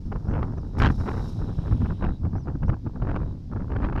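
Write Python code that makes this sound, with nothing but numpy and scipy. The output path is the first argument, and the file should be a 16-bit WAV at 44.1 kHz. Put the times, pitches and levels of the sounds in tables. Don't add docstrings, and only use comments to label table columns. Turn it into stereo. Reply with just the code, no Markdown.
import sys
import numpy as np
from scipy import signal
from scipy.fft import rfft, irfft
from scipy.io import wavfile
from scipy.ndimage import uniform_filter1d

SR = 44100
rng = np.random.default_rng(int(sys.argv[2]) if len(sys.argv) > 2 else 0)


def digitize_waveform(pressure):
    field = np.atleast_2d(pressure).T
    bounded = np.clip(field, -1, 1)
    quanta = np.round(bounded * 32767).astype(np.int16)
    wavfile.write(sys.argv[1], SR, quanta)


N = 176400

# f/Hz, left density/dB, right density/dB
WASH_SPECTRUM = [(100, -76, -82), (604, -96.5, -91.5), (2650, -105, -113), (5200, -100, -116),
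                 (7040, -111, -119), (9100, -123, -119), (14900, -128, -124)]
# t/s of the pitch top, rise/s, fall/s, top f/Hz, left level/dB
BIRD_NOTES = [(.312, .055, .042, 6250, -65), (.582, .008, .042, 6000, -62), (2.395, .055, .065, 6050, -63),
              (2.68, .024, .028, 5950, -63)]
# f/Hz, left density/dB, right density/dB
HISS_SPECTRUM = [(2000, -104, -104), (5100, -90, -106), (5250, -83, -109), (5900, -93, -116),
                 (7960, -103, -110), (11800, -110, -107), (15500, -125, -117)]
# t/s, gain/dB
HISS_GAIN = [(.772, -13.5), (.79, 9.5), (.83, -1.5), (1.31, 1.5), (1.42, -6), (1.8, -8), (2.6, -31)]
# f/Hz, density/dB
RUSH_SPECTRUM = [(1200, -109), (2700, -94.5), (3500, -95), (4400, -103), (7500, -121), (9600, -111),
                 (11000, -132)]
# t/s, rush gain/dB, whistling edge level/dB
RUSH_COURSE = [(.35, -27, -81), (1.099, -11, -57.5), (1.3, -4, -57.5), (1.85, 4.5, -66.5),
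               (2.16, -9, -60.5), (2.22, -26, -92), (3.32, -14.5, -68), (3.4, -13, -117)]
# crest t/s, base decay/s, rumble level/dB, rasp drive/dB
GUST_CRESTS = [(0.068, 0.037, -25.5, -56.5), (0.125, 0.008, -41, -26), (0.16, 0.0086, -22.5, -29.5),
               (0.287, 0.0083, -22.5, -35.5), (0.353, 0.075, -21, -27), (0.43, 0.0086, -19.5, -21.5),
               (0.538, 0.0063, -25.5, -39.5), (0.581, 0.0087, -27, -34.5), (0.648, 0.041, -30.5, -48),
               (0.821, 0.032, -15, -13.5), (0.849, 0.016, -24, -14.5), (0.868, 0.02, -17.5, -15.5),
               (0.905, 0.0049, -12, -20.5), (1.005, 0.017, -19.5, -31.5), (1.087, 0.037, -31.5, -22),
               (1.179, 0.07, -24.5, -32), (1.419, 0.037, -21.5, -36), (1.494, 0.03, -26.5, -37.5),
               (1.589, 0.0058, -16, -36.5), (1.672, 0.061, -27.5, -36.5), (1.725, 0.016, -14, -30.5),
               (1.822, 0.013, -12, -32), (1.859, 0.012, -47, -29), (1.907, 0.014, -18, -28),
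               (2.042, 0.026, -20.5, -22), (2.091, 0.02, -18, -33), (2.252, 0.018, -18, -34),
               (2.355, 0.025, -21, -34.5), (2.486, 0.018, -23.5, -30), (2.556, 0.01, -20, -39.5),
               (2.635, 0.013, -16.5, -29), (2.695, 0.012, -13, -24.5), (2.734, 0.015, -29, -32.5),
               (2.869, 0.015, -22.5, -36.5), (2.962, 0.012, -24.5, -37), (3.023, 0.011, -19, -26.5),
               (3.097, 0.057, -22.5, -26.5), (3.163, 0.0065, -19.5, -20), (3.22, 0.048, -22.5, -36),
               (3.527, 0.015, -25.5, -35.5), (3.563, 0.014, -24, -33), (3.606, 0.023, -25.5, -34),
               (3.722, 0.031, -23, -28), (3.766, 0.0055, -20.5, -22), (3.843, 0.057, -20.5, -23.5),
               (3.931, 0.021, -32, -27), (3.963, 0.0041, -20, -21), (3.979, 0.031, -24.5, -24.5)]
# t/s, rasp drive of left port over right/dB
WIND_SIDE = [(.25, 7.5), (.4, 4.5), (.85, 14), (1.42, -1), (1.6, 11), (2.5, 13.5), (2.62, -22)]
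# f/Hz, relative density/dB
RUMBLE_SPECTRUM = [(8, -21.5), (28, -1.5), (95, -2.5), (240, -13), (350, -21.5), (1400, -90)]
# f/Hz, band level/dB at a drive of RASP_REF_DB, growth/(dB per dB of drive)
RASP_BANDS = [(127, -42.5, 0.16), (278, -32.5, 0.5332), (686, -33, 0.63), (1096, -40, 0.88),
              (1952, -51, 1.3528), (3140, -70, 2), (5280, -92, 2.5)]

RASP_REF_DB = -32
LULL_RUMBLE_DB, LULL_RASP_DB = -35, -74.5
CROSS_DELAY_S = 0.00058


def amp(db):
    return 10 ** (np.asarray(db) / 20)


def unit_rms(x):
    return x / np.sqrt(np.mean(x ** 2) + 1e-20)


def seconds():
    return np.arange(N) / SR


def freqs():
    return np.fft.rfftfreq(N, 1 / SR)


def noise(hz, db):
    gain = amp(np.interp(np.log(freqs() + 1), np.log(hz), db))
    return irfft(rfft(rng.standard_normal(N)) * gain, N) * np.sqrt(SR / 2)


def stereo_noise(spectrum):
    hz, left_db, right_db = np.transpose(spectrum)
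    return np.array([noise(hz, left_db), noise(hz, right_db)])


def band(x, lo_hz, hi_hz):
    f = freqs() + 1e-3
    return unit_rms(irfft(rfft(x) / np.sqrt((1 + (lo_hz / f) ** 4) * (1 + (f / hi_hz) ** 4)), N))


def steady(x, samples):
    power = uniform_filter1d(uniform_filter1d(x ** 2, samples), samples)
    return x / np.sqrt(power + 1e-12)


def waver(depth_db, lo_hz=4, hi_hz=35):
    return amp(depth_db * band(rng.standard_normal(N), lo_hz, hi_hz))


def outdoor_wash():
    return stereo_noise(WASH_SPECTRUM)


def distant_bird(drop_hz=1460, right_db=-20):
    t, whistles = seconds(), np.zeros(N)
    for top_s, rise_s, fall_s, top_hz, db in BIRD_NOTES:
        from_top = (t - top_s) / np.where(t < top_s, rise_s, fall_s)
        arch_hz = top_hz - drop_hz * (1 - np.exp(-2.2 * from_top ** 2))
        jitter_hz = 45 * band(rng.standard_normal(N), 30, 300)
        phase = 2 * np.pi * np.cumsum(arch_hz + jitter_hz) / SR
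        whistles += amp(db) * np.exp(-from_top ** 4) * np.sin(phase)
    return whistles * waver(depth_db=3.5, lo_hz=32, hi_hz=70) * amp([[0], [right_db]])


def road_hiss():
    gain = amp(np.interp(seconds(), *np.transpose(HISS_GAIN)))
    return stereo_noise(HISS_SPECTRUM) * gain * waver(depth_db=1.2)


def road_rush(edge_hz=3870, half_width_hz=150, right_db=-16):
    t = seconds()
    times, rush_db, edge_db = np.transpose(RUSH_COURSE)
    peak = 1 / (1 + ((freqs() - edge_hz) / half_width_hz) ** 2)
    edge = unit_rms(irfft(rfft(rng.standard_normal(N)) * peak, N)) * amp(np.interp(t, times, edge_db))
    rush = noise(*np.transpose(RUSH_SPECTRUM)) * amp(np.interp(t, times, rush_db))
    left = (rush + edge) * waver(depth_db=1.3)
    return np.array([left, amp(right_db) * np.roll(left, round(CROSS_DELAY_S * SR))])


def gust_envelope(levels_db, lull_db, stretch, side, rise_share=0.7):
    t, power = seconds(), np.zeros(N)
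    for (crest_s, decay_s, _, _), db in zip(GUST_CRESTS, levels_db):
        from_crest = np.maximum(t - crest_s, (crest_s - t) / rise_share) / (decay_s * stretch)
        power += amp(db) ** 2 * np.exp(-2 * np.minimum(from_crest, 20))
    windward_db = side * np.interp(t, *np.transpose(WIND_SIDE))
    port_share = 1 / (1 + amp(-windward_db) ** 2)
    return np.sqrt(power * port_share + amp(lull_db) ** 2 / 2)


def flutter(eddies, rate_hz=(23.8, 138), depth_db=11.5, limit=1.64, slap_db=2, slap_s=0.0033):
    chance = band(rng.standard_normal(N), *rate_hz)
    pressure = band(-eddies, *rate_hz)
    swing = unit_rms(0.42 * pressure + 0.58 * chance)
    bursts = steady(amp(depth_db * limit * np.tanh(swing / limit)), samples=1100)
    t = seconds()
    slaps = sum(np.exp(-np.minimum(((t - crest_s) / slap_s) ** 2, 20)) for crest_s, *_ in GUST_CRESTS)
    at_crest = np.minimum(slaps, 1)
    return (1 - at_crest) * bursts / amp(slap_db / 2) + at_crest * amp(slap_db)


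def rasp(drive):
    swirl = rfft(rng.standard_normal(N))
    log_centres = np.log([hz for hz, _, _ in RASP_BANDS])
    knots = np.r_[log_centres[0] - 1, log_centres, log_centres[-1] + .5]
    out = np.zeros(N)
    for k, (_, db, growth) in enumerate(RASP_BANDS, start=1):
        triangle = np.interp(np.log(freqs() + 1), knots, np.arange(len(knots)) == k)
        out += amp(db) * unit_rms(irfft(swirl * triangle, N)) * drive ** growth
    return out


def wind_at_port(side):
    _, _, rumble_db, rasp_db = np.transpose(GUST_CRESTS)
    eddies = steady(noise(*np.transpose(RUMBLE_SPECTRUM)), samples=1000)
    rumble = eddies * gust_envelope(rumble_db, LULL_RUMBLE_DB, stretch=2.14, side=0.3 * side)
    flow = gust_envelope(rasp_db, LULL_RASP_DB, stretch=0.93, side=side)
    return rumble + rasp(flutter(eddies) * flow / amp(RASP_REF_DB))


def microphone_wind(cross_hz=645, cross_db=-3.5):
    ports = np.array([wind_at_port(1), wind_at_port(-1)])
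    t, pole = seconds(), np.exp(-2 * np.pi * cross_hz / SR)
    dull = signal.lfilter([1 - pole], [1, -pole], ports[::-1])
    late = np.array([np.interp(t - CROSS_DELAY_S, t, x) for x in dull])
    return ports + amp(cross_db) * late


def scene():
    return microphone_wind() + outdoor_wash() + road_hiss() + road_rush() + distant_bird()


def record(dry, stop_hz=16000):
    lowpass = signal.cheby2(14, 70, stop_hz, fs=SR, output="sos")
    return signal.sosfiltfilt(lowpass, dry * signal.windows.tukey(N, .002))


dry = scene()
out = record(dry)
digitize_waveform(out)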